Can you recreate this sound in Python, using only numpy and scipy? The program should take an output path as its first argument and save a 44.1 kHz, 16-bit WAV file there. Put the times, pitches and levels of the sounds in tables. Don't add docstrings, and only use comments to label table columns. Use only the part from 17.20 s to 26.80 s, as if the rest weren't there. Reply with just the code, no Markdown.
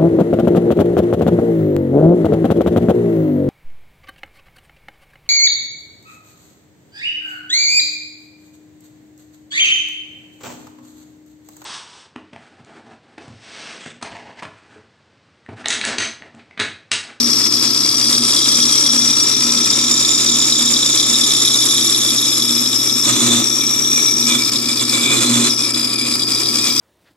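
import sys
import numpy as np
from scipy import signal
from scipy.fft import rfft, irfft
from scipy.io import wavfile
from scipy.ndimage import uniform_filter1d

SR = 44100
rng = np.random.default_rng(int(sys.argv[2]) if len(sys.argv) > 2 else 0)


def transcribe(u):
    v = np.clip(np.atleast_2d(u).T, -1, 1)
    q = np.round(v * 32767).astype(np.int16)
    wavfile.write(sys.argv[1], SR, q)


N = 423360
TIME, FREQS = np.arange(N) / SR, np.fft.rfftfreq(N, 1 / SR)
LAP_HZ = 4.214

# time in seconds, contact in dB.
WALL_CONTACT = [(0, -6), (.6, -6), (1.2, 3), (2.2, -1), (2.8, 2.5), (4.4, 6.5), (5.1, 3), (5.6, -1),
                (6.6, -2.5), (7.5, -1.5), (8.7, -4.5), (9.6, -3)]
# time in seconds, pressure from 0 to 1.
SIDE_PRESSURE = [(0, 0.4), (3.4, 0.16), (4.5, 0.5), (5.7, 0.42), (6.1, .2), (6.5, 0.33), (7.4, 0.3),
                 (8.8, 0.5), (9.6, 0.25)]
# frequency in Hz, lead in radians.
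LEFT_LEAD = [(100, 0.77), (300, 0.22), (600, 1.58), (1200, 1.6), (2400, 1.38), (3600, 0.93), (5000, 1.7),
             (5700, 1.65), (7500, 1.1), (12000, 2.1)]


def steel_band(tearing, force, slack_db):
    # pitch in Hz, width in Hz, relative level in dB, left over right in dB.
    chatter_modes = [(3413, 200, 12.5, 2.4), (3765, 170, 15, 3.6), (3960, 310, 6.5, 2.3)]
    sizzle_modes = [(7500, 3900, -15, 11), (7520, 590, -7, -33.5), (8020, 440, -7.5, -23),
                    (8930, 420, 0.5, -6.5)]
    edge_modes = [(10770, 1860, -15.5, 3)]
    # time in seconds, then chatter, sizzle and whistle pitch in Hz.
    twist = [(0, 3410, 7180, 11500), (1.6, 3320, 7020, 11100), (2.5, 3654, 6880, 10960),
             (4.3, 3575, 6820, 11090), (5.6, 3476, 6880, 11300), (7.15, 3610, 6870, 11440),
             (7.6, 3560, 7520, 11050), (9.6, 3360, 7410, 10730)]
    chatter_hz, sizzle_hz, whistle_hz = follow(twist)
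    contact_db = follow(WALL_CONTACT)[0] - slack_db
    pressure, = follow(SIDE_PRESSURE)
    drumming = teeth(tear_db=1.5, lap_db=2.3, grain_db=0.8, bump_db=3.5)
    chatter = ring(drumming, chatter_modes) + amp(15) * pan(1.9) * resonate(teeth(), chatter_hz, 150)
    chatter = signal.sosfilt(signal.butter(6, 3100, "high", fs=SR, output="sos"), chatter)
    _, slap_pulse = slaps()
    chatter = at_level(chatter * (1 + 0.8 * slap_pulse), -23.5 + contact_db + 2 * force)
    sharp_mode = amp(6 + 0.74 * contact_db) * pan(-10) * resonate(teeth(), sizzle_hz, 340)
    sizzle = at_level(ring(tearing, sizzle_modes) + sharp_mode, -26.5 + 0.82 * contact_db + 6 * force)
    whistle = pressure * pan(-17.5) * resonate(teeth(), whistle_hz, 330) + ring(tearing, edge_modes)
    whistle_db = -34.5 + 0.56 * contact_db + 22 * np.maximum(pressure - 0.22, 0)
    return chatter + sizzle + at_level(whistle, whistle_db)


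def teeth(tear_db=1.5, lap_db=2.0, grain_db=1, bump_db=0.5, bumps_per_lap=33):
    laps = LAP_HZ * TIME
    uneven = np.interp(laps % 1 / LAP_HZ, TIME, wander(38))
    bumps = np.sin(2 * np.pi * bumps_per_lap * laps)
    tears = stereo_noise()
    return tears * amp(tear_db * wander(740) + lap_db * uneven + grain_db * wander(18) + bump_db * bumps)


def guides(load, slack_db, glide_s=0.0045, rest_hz=5725):
    # time in seconds, relative level in dB, pitch in Hz, chirp's fall as a share of the pitch.
    slap_curve = [(0, -19.5, 5160, 0.41), (.8, -18, 4935, 0.2), (1.8, -22, 5010, 0.18),
                  (3.3, -22, 5090, 0.14), (4.8, -24, 5090, 0.23), (5.75, -21, 5450, .13),
                  (6.7, -24.5, 5520, 0.17), (7.3, -20, 5150, 0.28), (7.8, -21, 5020, 0.26),
                  (8.4, -19.5, 5220, 0.13), (8.75, -21.5, 4930, 0.092), (9.6, -21, 4980, 0.089)]
    # time in seconds, relative level in dB.
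    squeal_curve = [(0, -20.5), (.6, -20.5), (1.8, -16), (3.4, -21), (4.3, -20), (5.2, -22.5), (6.3, -20),
                    (6.95, -15.5), (7.3, -27.5), (7.9, -31), (8.38, -20.5), (8.6, -41), (9.05, -29.5),
                    (9.6, -22)]
    slap_db, slap_hz, glide = follow(slap_curve)
    slap_db = slap_db - 11 * load - 0.57 * slack_db
    squeal_db = follow(squeal_curve)[0] - 4.5 * load - 0.57 * slack_db
    squeal_hz = rest_hz + 290 * load + 18 * wander(3.1)
    squeal_hz += 28 * np.maximum(follow(WALL_CONTACT)[0] - 1, 0) * wander(230)
    pressure, = follow(SIDE_PRESSURE)
    age_s, pulse = slaps()
    friction, rubbing = stereo_noise(), stereo_noise()
    fall = np.exp(-age_s / glide_s) - 0.5
    chirps = saturate(resonate(friction, slap_hz * (1 + glide * fall), 560), 0.65)
    rubbed = saturate(resonate(rubbing, slap_hz, 130), 0.7)
    slap = pan(7.3) * (pulse * chirps / chirps.std() + 0.19 * (1 + pressure) * rubbed / rubbed.std())
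    squeal = saturate(resonate(rubbing, squeal_hz + 110 * fall, 105), 0.65)
    early_pulse = np.roll(uniform_filter1d(pulse, size=130), -130)
    throb = 0.35 + np.sqrt(abs(early_pulse))
    return at_level(slap, slap_db) + at_level(pan(5.4) * throb * squeal, squeal_db)


def slaps(per_lap=16.6, rise_s=0.0024):
    lap, place = np.divmod(LAP_HZ * TIME, 1)
    number, part = np.divmod(place * per_lap, 1)
    lap, number = lap.astype(int), number.astype(int)
    age_s = part / (per_lap * LAP_HZ)
    pattern, chance = rng.standard_normal(17), rng.standard_normal((42, 17))
    size_db = 1.8 * pattern[number] + 1.6 * chance[lap, number]
    return age_s, amp(size_db) * age_s / rise_s * np.exp(1 - age_s / rise_s)


def whines(width_hz=130):
    # middle and length in seconds, pitch in Hz, relative level in dB, left over right in dB.
    binds = [(.25, 0.62, 5230, -20.5, 11), (1.25, 1.14, 8960, -27.5, -11), (1.3, .6, 8050, -31, -8),
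             (1.25, 0.27, 3390, -26, 4), (3.302, 1.6, 7050, -24, -13), (5.5, 1, 5170, -25, 14),
             (6.142, 0.1, 3585, -15, 5), (7.135, 0.078, 3465, -16, 2), (7.864, 0.065, 3520, -15.5, 5),
             (8.09, .06, 4100, -22, 14), (8.26, 0.067, 4080, -20.5, 13), (8.75, .3, 4980, -27, 6),
             (9.3, 0.88, 4856, -21, 2)]
    tearing, out = teeth(), 0
    for middle_s, length_s, hz, db, side_db in binds:
        tone = resonate(tearing, hz, width_hz)
        out += amp(db) * pan(side_db) * swell(middle_s, length_s / 2) * tone / tone.std()
    return out


def free_ring(tearing, slack_db):
    # pitch in Hz, width in Hz, relative level in dB, left over right in dB.
    modes = [(2318, 20, 0, 5), (2439, 22, -2, 5)]
    # time in seconds, relative level in dB.
    steady_ring = [(0, -45), (2.8, -39), (4.4, -40.5), (6.2, -38), (6.7, -34), (9.6, -33)]
    # middle and length in seconds, relative level in dB.
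    flares = [(6.437, 0.043, -34), (6.55, .04, -33), (6.791, 0.049, -25), (6.903, 0.044, -33),
              (7.11, .08, -27), (7.21, .05, -22.5), (7.5, 0.097, -36), (7.757, 0.037, -24),
              (7.884, .11, -19.5), (8.494, 0.065, -33), (8.82, 0.12, -29), (9.17, 0.07, -53),
              (9.448, 0.14, -34)]
    gain = amp(follow(steady_ring)[0] - slack_db)
    gain += sum(amp(db) * swell(middle_s, length_s / 2) for middle_s, length_s, db in flares)
    return gain * at_level(ring(tearing, modes), -2.5)


def wood_and_dust(tearing, force, slack_db):
    # frequency in Hz, relative level in dB.
    wood_spectrum = [(200, -25), (400, -2), (550, 9.5), (660, -1), (880, 1), (1000, 8), (1070, 7),
                     (1250, 11), (1550, 0.5), (2250, 5), (2900, 2), (4500, 3), (6400, 5.5), (15000, -17.5)]
    dust_spectrum = [(3000, -42), (7000, -41), (9000, -1), (9700, 13), (10500, -23), (11800, -14),
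                     (12600, -20), (13600, 11), (14600, 3)]
    # time in seconds, relative level in dB. The feed is brisk at first and slow in the turn.
    feed = [(0, -34.5), (.6, -35), (1.2, -32.5), (4.2, -34), (5.6, -37), (6.7, -37.5), (9.6, -36)]
    dust_curve = [(0, -42), (1.2, -45), (2.2, -49), (3.6, -70), (4.8, -38.5), (7.8, -35.5), (8.8, -44),
                  (9.6, -27)]
    rasp_db = follow(feed)[0] + 6.5 + 9 * force - 0.66 * slack_db
    dust_db = follow(dust_curve)[0] + 0.17 * (rasp_db - rasp_db.mean()) - 0.66 * slack_db
    spray = teeth(tear_db=2, lap_db=1, grain_db=2.5, bump_db=1)
    rasp = at_level(colour(tearing, wood_spectrum), rasp_db)
    return rasp + at_level(colour(spray, dust_spectrum), dust_db)


def bite(tearing, force, load):
    # frequency in Hz, relative level in dB.
    shake_spectrum = [(30, -30), (70, -20), (100, -22), (125, 57), (160, -67), (200, -5), (400, -24),
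                      (900, -50)]
    # pitch in Hz, width in Hz, relative level in dB, left over right in dB.
    scrape_modes = [(3460, 45, 28.5, -6), (4037, 86, 10.5, 26), (6770, 590, 6, -21), (7570, 610, 2, -7)]
    shake = at_level(colour(stereo_noise(), shake_spectrum), -27.5)
    scrape = at_level(ring(tearing, scrape_modes), -23)
    return load * shake + force ** 1.07 * scrape


def knocks(rise_s=0.0015, fall_per_s=25):
    # start in seconds, relative level in dB, pitch in Hz.
    hits = [(4.1144, -12, 5600), (6.6368, -16, 5750), (7.2938, -10.5, 5400), (8.537, -16, 5100),
            (8.5517, -21, 5200), (8.5954, -7, 5130), (8.6515, -11, 5330), (8.954, -7.5, 5180),
            (8.985, -17, 5000), (9.0703, -16, 4970), (9.1945, -17, 5050)]
    out, t = np.zeros((2, N)), np.arange(SR // 50) / SR
    envelope = t / rise_s * np.exp(1 - t / rise_s)
    for start_s, db, hz in hits:
        chirp = np.sin(2 * np.pi * hz * (t - fall_per_s * (t - rise_s) ** 2 / 2))
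        crack = 0.39 * rng.standard_normal((2, len(t)))
        start = round(start_s * SR)
        out[:, start:start + len(t)] += amp(db + 0.5) * (chirp + crack) * envelope
    return pan(1.6) * out


def sway():
    # time in seconds, rough depth of the pulsing in dB.
    depths = [(0, 1.7), (1.5, 2), (2.3, 2.5), (3.2, 2.5), (4.2, 2.3), (5.2, 1.2), (6, -0.1), (7.4, 1.9),
              (8.1, -1), (8.6, 3), (9.6, 2)]
    swings = [(8, .8), (9, .7), (14, .4), (15, .45), (16, .4)]
    lean = sum(size * np.sin(2 * np.pi * (rate * LAP_HZ * TIME + rng.random())) for rate, size in swings)
    gain = amp(follow(depths)[0] * np.tanh(0.7 * lean + 0.3 * wander(60)) / 0.6)
    return gain / np.sqrt(uniform_filter1d(gain ** 2, size=10000))


def hand(ramp_s=0.025, lag_s=0.035):
    # start and length in seconds, force from 0 to 1.
    pushes = [(0.244, .025, .8), (0.422, 0.054, 0.52), (0.907, 0.052, 0.34), (5.83, 0.4, 0.89),
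              (6.75, .08, 0.34), (7.065, 0.11, 0.77), (7.32, 0.042, 0.6), (7.47, 0.045, .4),
              (7.589, 0.046, 1), (7.697, 0.089, 0.76), (7.801, 0.49, 0.9), (8.555, 0.052, 0.4),
              (8.813, 0.12, 0.1), (9.353, 0.049, 0.4), (9.452, 0.044, 0.9)]
    # middle and length in seconds, drop in contact in dB.
    letups = [(0.296, .03, 6), (1.012, 0.019, 8), (6.626, 0.02, 4), (6.963, 0.047, 4), (7.31, 0.014, 13),
              (7.43, 0.073, 3.5), (7.55, 0.02, 9), (7.67, 0.022, 4), (8.365, 0.025, 7), (8.527, 0.018, 13),
              (8.693, 0.055, 3.5), (8.765, 0.03, 6), (8.977, 0.022, 10), (9.058, .022, 11),
              (9.324, 0.029, 5)]
    force = slack_db = 0
    for start_s, length_s, size in pushes:
        end_s = start_s + length_s + ramp_s / 2
        force += size * np.clip(np.minimum(TIME - start_s, end_s - TIME) / ramp_s, 0, 1)
    for middle_s, length_s, db in letups:
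        slack_db += db * np.clip(1.5 - 2 * abs(TIME - middle_s) / length_s, 0, 1)
    decay = np.exp(-1 / (lag_s * SR))
    load = signal.lfilter([1 - decay], [1, -decay], force ** 2)
    return force, np.minimum(load, force), slack_db


def motor():
    # pitch in Hz, level in dB, waver in Hz.
    tones = [(120.1, -39, 0.26), (230.5, -60, 0.12), (477, -48.5, 0.88), (995, -49, 5.8),
             (1164, -44.5, 6.95), (1308, -41, 3.56), (1754, -48, 4.85)]
    hum = 0
    for hz, db, waver_hz in tones:
        phase = 2 * np.pi * np.cumsum(hz + waver_hz * wander(21.8)) / SR
        lead = np.interp(hz, FREQS, spectrum(LEFT_LEAD))
        hum += np.sqrt(2) * amp(db) * np.sin([phase, phase - lead])
    return hum


def drive_throb(hz=239.2, waver_hz=1.3):
    # middle in seconds, relative level in dB.
    throbs = [(.02, -21), (.45, -30.5), (.96, -24.5), (1.4, -25.5), (1.8, -24), (2.32, -23.5),
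              (2.66, -26.5), (3.12, -27.5), (3.47, -25), (3.96, -30.5), (4.62, -30), (4.9, -30),
              (5.35, -24), (5.78, -28.5), (6.09, -19), (6.45, -36), (6.75, -31.5), (7.1, -23.5),
              (7.48, -26.5), (7.78, -25), (8.17, -16), (8.58, -28.5), (8.87, -28), (9.4, -29)]
    tone = np.sqrt(2) * np.sin(2 * np.pi * np.cumsum(hz + waver_hz * wander(5.3)) / SR)
    return pan(0.45) * tone * sum(amp(db - 3) * swell(middle_s, 0.11) for middle_s, db in throbs)


def frame_rumble(load):
    # frequency in Hz, relative level in dB.
    frame_spectrum = [(25, -61), (50, -42), (75, -27.5), (105, -18), (150, -14.5), (175, -19.5), (215, -5),
                      (295, 0), (350, -2.5), (385, -12), (415, -5.5), (460, -30), (700, -18.5), (1500, -41)]
    return at_level(colour(stereo_noise(), frame_spectrum), -30 + 7 * load)


def workshop(x, fade_s=0.093, patterns=12):
    t, out = np.arange(SR // 4) / SR, 0
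    fade = amp(-60 * t / fade_s) * (t > 0.002)
    for k in range(patterns):
        echoes = rng.standard_normal((2, len(t))) * (rng.random((2, len(t))) < 0.06) * fade
        echoes /= np.linalg.norm(echoes[0])
        share = np.maximum(1 - abs(np.linspace(0, patterns - 1, N) - k), 0)
        out += signal.oaconvolve(x * np.sqrt(share), echoes, axes=1)[:, :N]
    return out


def stereo_noise():
    # frequency in Hz, likeness from 0 to 1.
    likeness = [(30, .7), (100, .96), (300, .95), (600, .45), (1300, .45), (2400, .85), (3600, .85),
                (5500, .8), (8000, .65), (12000, .5)]
    left, other = rfft(rng.standard_normal((2, N)))
    same = np.clip(spectrum(likeness), 0, 1)
    right = (same * left + np.sqrt(1 - same ** 2) * other) * np.exp(-1j * spectrum(LEFT_LEAD))
    return irfft(np.array([left, right]), N)


def colour(x, points):
    # frequency in Hz, left over right in dB.
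    shading = [(100, 0), (300, 0), (600, 4), (2000, 4), (5500, 12), (7500, -2), (10000, -8), (14000, -7)]
    return irfft(rfft(x) * amp(spectrum(points) + np.outer([0.5, -0.5], spectrum(shading))), N)


def resonate(x, hz, width_hz):
    turn = np.exp(2j * np.pi * np.cumsum(hz * np.ones(N)) / SR)
    decay = np.exp(-np.pi * width_hz / SR)
    smoothed = signal.lfilter([(1 - decay) ** 2], [1, -2 * decay, decay ** 2], x * turn.conj())
    return 2 * (turn * smoothed).real


def ring(x, modes):
    power = sum((amp(db) * pan(side_db) / (1 + (2 * (FREQS - hz) / width_hz) ** 2)) ** 2
                for hz, width_hz, db, side_db in modes)
    return irfft(rfft(x) * np.sqrt(power), N)


def saturate(x, amount):
    return x / (abs(signal.hilbert(x)) + 0.6 * x.std()) ** amount


def at_level(x, db):
    power = uniform_filter1d(uniform_filter1d(x.mean(0) ** 2, size=6000), size=4000)
    return x * amp(db) / np.sqrt(abs(power) + 1e-20)


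def wander(per_s):
    x = irfft(rfft(rng.standard_normal(N)) / (1 + (FREQS / per_s) ** 4), N)
    return x / x.std()


def swell(middle_s, half_length_s):
    return 1 / (1 + ((TIME - middle_s) / half_length_s) ** 4)


def follow(table):
    seconds, *columns = np.transpose(table)
    return [np.interp(TIME, seconds, column) for column in columns]


def spectrum(points):
    hz, value = np.transpose(points)
    return np.interp(np.log(FREQS + 1), np.log(hz), value)


def pan(db):
    return amp([[db / 2], [-db / 2]])


def amp(db):
    return 10 ** (np.asarray(db) / 20)


def scene():
    tearing, pulsing = teeth(), sway()
    force, load, slack_db = hand()
    blade = pulsing * (steel_band(tearing, force, slack_db) + free_ring(tearing, slack_db))
    blade += np.sqrt(pulsing) * (guides(load, slack_db) + whines())
    cutting = blade + wood_and_dust(tearing, force, slack_db) + bite(tearing, force, load) + knocks()
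    room = amp(-13) * workshop(cutting)
    return amp(-2.05) * cutting + room + motor() + drive_throb() + frame_rumble(load)


def record(dry, ceiling=0.93, cutoff_hz=14650):
    limited = dry / (1 + (dry / ceiling) ** 8) ** (1 / 8)
    low_pass = signal.firwin(511, cutoff_hz, window=("kaiser", 8), fs=SR)
    return signal.oaconvolve(limited, low_pass[None], "same", axes=1)


dry = scene()
out = record(dry)
transcribe(out)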